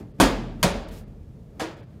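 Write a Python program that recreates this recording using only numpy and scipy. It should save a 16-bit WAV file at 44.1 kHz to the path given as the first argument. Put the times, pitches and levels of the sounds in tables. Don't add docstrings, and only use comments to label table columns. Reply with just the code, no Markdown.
import sys
import numpy as np
from scipy import signal
from scipy.io import wavfile

SR = 44100
rng = np.random.default_rng(int(sys.argv[2]) if len(sys.argv) > 2 else 0)


def waveform_to_disk(signal):
    frames = np.transpose(np.atleast_2d(signal))
    scaled = np.clip(frames, -1, 1) * 32767
    samples = np.round(scaled).astype(np.int16)
    wavfile.write(sys.argv[1], SR, samples)


def gain_from_decibels(decibels):
    exponent = np.asarray(decibels, float) / 20
    return 10 ** exponent


N = 88200

# start in seconds, room level in dB, contact time in seconds, slap level in dB,
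# late room field in dB relative to the early one.
BLOWS = [
    (0.2000, -16.5, 0.017, -17.5, -8),
    (0.6290, -22, 0.013, -18.5, -6.5),
    (1.5961, -31.5, 0.012, -39, -10),
]
# frequency in Hz, level in dB per Hz.
WALL_COLOUR = [(35, -51), (60, -19), (98, -9.5), (287, -3.5), (1170, -12), (1580, -16.5), (1820, -15.5),
               (9130, -26), (16000, -42)]
FLOOR_COLOUR = [(35, -29), (60, 2.5), (103, -23.5), (193, -5), (469, -9), (553, -4), (842, -11.5),
                (8320, -25), (16000, -44)]
PAT_COLOUR = [(120, -34.5), (300, -1), (560, 1), (760, -3), (1500, -5.5), (3600, -13), (6640, -16.5),
              (16000, -36)]
# frequency in Hz, level in dB per Hz.
SLAP_COLOURS = [
    [(350, -31.5), (600, -0.5), (1530, -2.5), (3730, -15.5), (7020, -14), (16000, -31.5)],
    [(500, -18.5), (950, 0), (2200, 0), (6000, -6), (16000, -16)],
    [(450, -11), (750, 3.5), (2000, 1), (7500, -12.5), (16000, -23.5)],
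]
FIRST_SLAP_DB = [0.5, 6.5, -0.5]
SLAPS_PER_S, SLAP_SPREAD_DB = 2500, 1
# delay in seconds, frequency in Hz, level in dB, sign.
PUSHES = [
    (.0063, 1100, -8, -1),
    (.0146, 500, -16, -1),
    (.0217, 600, -19, 1),
]
# frequency in Hz, level in dB, t60 in seconds.
BODY_MODES = [
    [(128.2, -20, .2), (184, -15, 0.066), (193, -18, 0.26), (271.8, -17, 0.39), (304.5, -16, 0.29),
     (516.5, -18.5, .3), (684.6, -23.5, 0.33), (1020, -16, 0.042), (1536, -18, .07)],
    [(73.4, -28.5, .4), (145, -18.5, 0.13), (178.2, -12.5, .15), (190.3, -27.5, 0.43), (333, -25.5, 0.3),
     (546, -22, 0.25), (739, -19.5, 0.14), (973, -25.5, .1)],
    [(322, -26.5, 0.32), (353.5, -31, 0.32), (474, -30, 0.19), (751, -28, 0.13)],
]
# delay in seconds, swell in seconds.
BODY_ONSETS = [
    (0.0008, .001),
    (.0133, .002),
    (.0198, .001),
]
# frequency in Hz, level in dB, t60 in seconds.
SKIN_MODES = [
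    (886, -22.5, 0.17),
    (151.3, -20.5, .1),
    (764, -27.5, .12),
]
# delay in seconds, level in dB.
ECHOES = [(.0043, -19), (.0091, -18), (0.0175, -18), (0.0228, -14)]
# frequency in Hz, t60 in seconds.
EARLY_T60 = [(80, .5), (300, 0.44), (1000, 0.37), (4000, 0.28), (9000, 0.18), (15000, 0.13)]
LATE_T60 = [(80, 3.6), (300, 1.02), (1000, 0.76), (4000, 0.63), (9000, 0.32), (15000, .4)]
BUILD_S, LOW_BUILD_CYCLES = 0.0023, 3.06
# frequency in Hz, dB after the wall hit, dB after the drop, t60 in seconds.
BOOM_MODES = [(46.44, -14, -29.5, .35), (39.6, -28.5, -39, 2.4), (47, -51.5, -33.5, 1.2),
              (62, -42.5, -28.5, 0.54)]
BOOM_DELAY_S, BOOM_SWELL_S = 0.022, 0.018
# time in seconds, level in dB.
DRAG_LEVEL = [(0.882, -90), (0.886, -51), (0.91, -52), (0.93, -53), (0.99, -54.5), (1.02, -65), (1.05, -82)]
# frequency in Hz, level in dB per Hz.
DRAG_COLOUR = [(500, -14.5), (1500, -10), (4000, -10.5), (9000, -14), (16000, -17.5)]
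# centre in seconds, level in dB, length in seconds.
SHUFFLES = [(0.193, -39.5, 0.0084), (0.61, -42, 0.022), (1.082, -45.5, 0.0039), (1.176, -64, 0.0095),
            (1.597, -49, 0.053), (1.79, -51, 0.052), (1.82, -44.5, .015), (2.0, -74, 0.0077)]
# frequency in Hz, level in dB per Hz.
SHUFFLE_COLOUR = [(100, 4), (300, 1.5), (1000, -18.5), (4000, -34.5), (15000, -40.5)]
FADING_DB, FADING_SPEED = -40.5, 1.1
# frequency in Hz, level in dB per Hz.
AIR_COLOUR = [(25, -21), (50, -8), (90, -0.5), (170, -0.5), (260, -16), (420, -12.5), (750, -34),
              (1300, -39)]
AIR_DB = -44.5
# frequency in Hz, level in dB per Hz.
HISS_COLOUR = [(700, -1.5), (2000, -5), (5000, -10), (10000, -15.5), (16000, -19.5)]
HISS_DB = -71
# start in seconds, depth in dB, recovery in seconds.
GAIN_DIPS = [
    (1.045, -3, .03),
    (1.836, -8, .045),
]
# centre in seconds, lower edge in Hz, depth in dB.
DROPOUTS = [(0.133, 4500, -9), (0.35, 7040, -4), (0.733, 5500, -5), (0.86, 5930, -9), (0.903, 4430, -15),
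            (1.053, 5500, -5), (1.755, 4030, -6), (1.82, 3960, -16)]
DROPOUT_S, TOP_HZ = 0.011, 16600
EDGES = 28 * 2 ** np.arange(0, 9.6, .5)


def rms_one(x):
    return x / np.sqrt(np.mean(x ** 2) + 1e-20)


def at_hz(points, hz):
    table_hz, value = np.transpose(points)
    return np.interp(np.log(hz), np.log(table_hz), value)


def drift(rate):
    r = np.exp(-80 * np.pi * rate / SR)
    slow = signal.lfilter([1], [1, -2 * r, r * r], rng.standard_normal(N // 40 + 2002))[2000:]
    return np.interp(np.arange(N) / 40, np.arange(len(slow)), rms_one(slow))


def bank(x, gain):
    out = 0
    for k, (lo, hi) in enumerate(zip(EDGES, EDGES[1:])):
        band = signal.butter(2, [lo, hi], "band", fs=SR, output="sos")
        out = out + gain(np.sqrt(lo * hi)) * signal.sosfilt(band, x[k % 2])
    return out


def noise(colour, patchy_db):
    def gain(hz):
        return gain_from_decibels(at_hz(colour, hz) + patchy_db * drift(9))
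    return rms_one(bank(rng.standard_normal((2, N)), gain))


def ring(start_s, hz, db, t60, swell_s):
    t = np.maximum(np.arange(N) / SR - start_s, 0)
    envelope = gain_from_decibels(db - 60 * t / t60) * (1 - np.exp(-t / swell_s))
    return envelope * np.sin(2 * np.pi * hz * t)


def slap_patter(contact_s, first_db, colour):
    t = np.arange(N) / SR
    touches = rng.random(N) < SLAPS_PER_S / SR
    strength = gain_from_decibels(SLAP_SPREAD_DB * np.minimum(rng.exponential(1, N), 3))
    slaps = touches * strength * rng.choice([-1, 1], N)
    slaps[0] = gain_from_decibels(first_db)
    slaps = slaps * np.exp(-(t / contact_s) ** 4) + 1e-18

    def gain(hz):
        return gain_from_decibels(at_hz(colour, hz)) * min(1, hz / colour[0][0]) ** 2
    patter = bank([slaps, slaps], gain)
    return patter / np.std(patter[:700])


def body_push(delay_s, hz, db, sign):
    u = (np.arange(N) / SR - delay_s) * hz * np.pi
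    return gain_from_decibels(db) * sign * 2 * u * np.exp(-u ** 2)


def room(colour, hold_s, late_db):
    t = np.arange(N) / SR
    after = np.maximum(t - hold_s, 0)

    def gain(hz):
        build = 1 - np.exp(-t / (BUILD_S + LOW_BUILD_CYCLES / hz))
        early = gain_from_decibels(-60 * after / at_hz(EARLY_T60, hz))
        late = gain_from_decibels(late_db - 60 * after / at_hz(LATE_T60, hz))
        return gain_from_decibels(at_hz(colour, hz)) * build * np.hypot(early, late)
    out = bank(rng.standard_normal((2, N)), gain)
    return out / np.sqrt(np.mean(out[:1500] ** 2))


def blows():
    out, t = np.zeros(N), np.arange(N) / SR
    room_colours = [WALL_COLOUR, FLOOR_COLOUR, PAT_COLOUR]
    for k, (start_s, room_db, contact_s, slap_db, late_db) in enumerate(BLOWS):
        sound = gain_from_decibels(slap_db) * slap_patter(contact_s, FIRST_SLAP_DB[k], SLAP_COLOURS[k])
        sound = sound + body_push(*PUSHES[k])
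        sound = sound + gain_from_decibels(room_db) * room(room_colours[k], contact_s, late_db)
        echoes = sum(gain_from_decibels(db) * np.interp(t - lag, t, sound, left=0) for lag, db in ECHOES)
        i = int(start_s * SR)
        out[i:] += (sound + echoes)[:N - i]
        delay_s, swell_s = BODY_ONSETS[k]
        for hz, db, t60 in BODY_MODES[k]:
            out += ring(start_s + delay_s, hz, db, t60, swell_s)
        out += ring(start_s, *SKIN_MODES[k], swell_s=0.0014)
    return out


def boom():
    out = np.zeros(N)
    for hz, wall_db, floor_db, t60 in BOOM_MODES:
        for blow, db in zip(BLOWS[:2], (wall_db, floor_db)):
            out += ring(blow[0] + BOOM_DELAY_S, hz, db, t60, BOOM_SWELL_S)
    return out


def drag():
    level_db = np.interp(np.arange(N) / SR, *np.transpose(DRAG_LEVEL), left=-200, right=-200)
    return gain_from_decibels(level_db) * noise(DRAG_COLOUR, patchy_db=0.5)


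def shuffles():
    t = np.arange(N) / SR
    swell = sum(gain_from_decibels(db) * np.exp(-((t - s) / length) ** 2) for s, db, length in SHUFFLES)
    return swell * noise(SHUFFLE_COLOUR, patchy_db=1.0)


def fading_tail():
    t = np.arange(N) / SR

    def gain(hz):
        return gain_from_decibels(at_hz(SHUFFLE_COLOUR, hz) - 60 * FADING_SPEED * t / at_hz(EARLY_T60, hz))
    fading = bank(rng.standard_normal((2, N)), gain)
    return gain_from_decibels(FADING_DB) * fading / np.std(fading[:1000])


def ventilation():
    return gain_from_decibels(AIR_DB) * noise(AIR_COLOUR + [(4000, -70)], patchy_db=1.0)


def microphone_hiss():
    return gain_from_decibels(HISS_DB) * noise([(300, -30)] + HISS_COLOUR, patchy_db=0.0)


def scene():
    ball = blows() + boom() + drag()
    background = shuffles() + fading_tail() + ventilation() + microphone_hiss()
    return (ball + background)[None]


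def top_cut(x):
    return signal.sosfilt(signal.butter(12, 16750, fs=SR, output="sos"), x)


def record(dry):
    t = np.arange(N) / SR
    gain_db = np.zeros(N)
    for s, db, back_s in GAIN_DIPS:
        attack = np.clip((t - s) / 0.018, 0, 1)
        gain_db += db * attack * np.exp(-(np.maximum(t - s, 0) / back_s) ** 2)
    x = dry * gain_from_decibels(gain_db)
    for s, hz, db in DROPOUTS:
        treble = signal.sosfiltfilt(signal.butter(4, hz, "high", fs=SR, output="sos"), x)
        x = x - treble * (1 - gain_from_decibels(db * np.exp(-((t - s) / DROPOUT_S) ** 2)))
    mix = signal.sosfilt(signal.cheby2(12, 60, TOP_HZ, fs=SR, output="sos"), x)
    return top_cut(mix)


dry = scene()
out = record(dry)
waveform_to_disk(out)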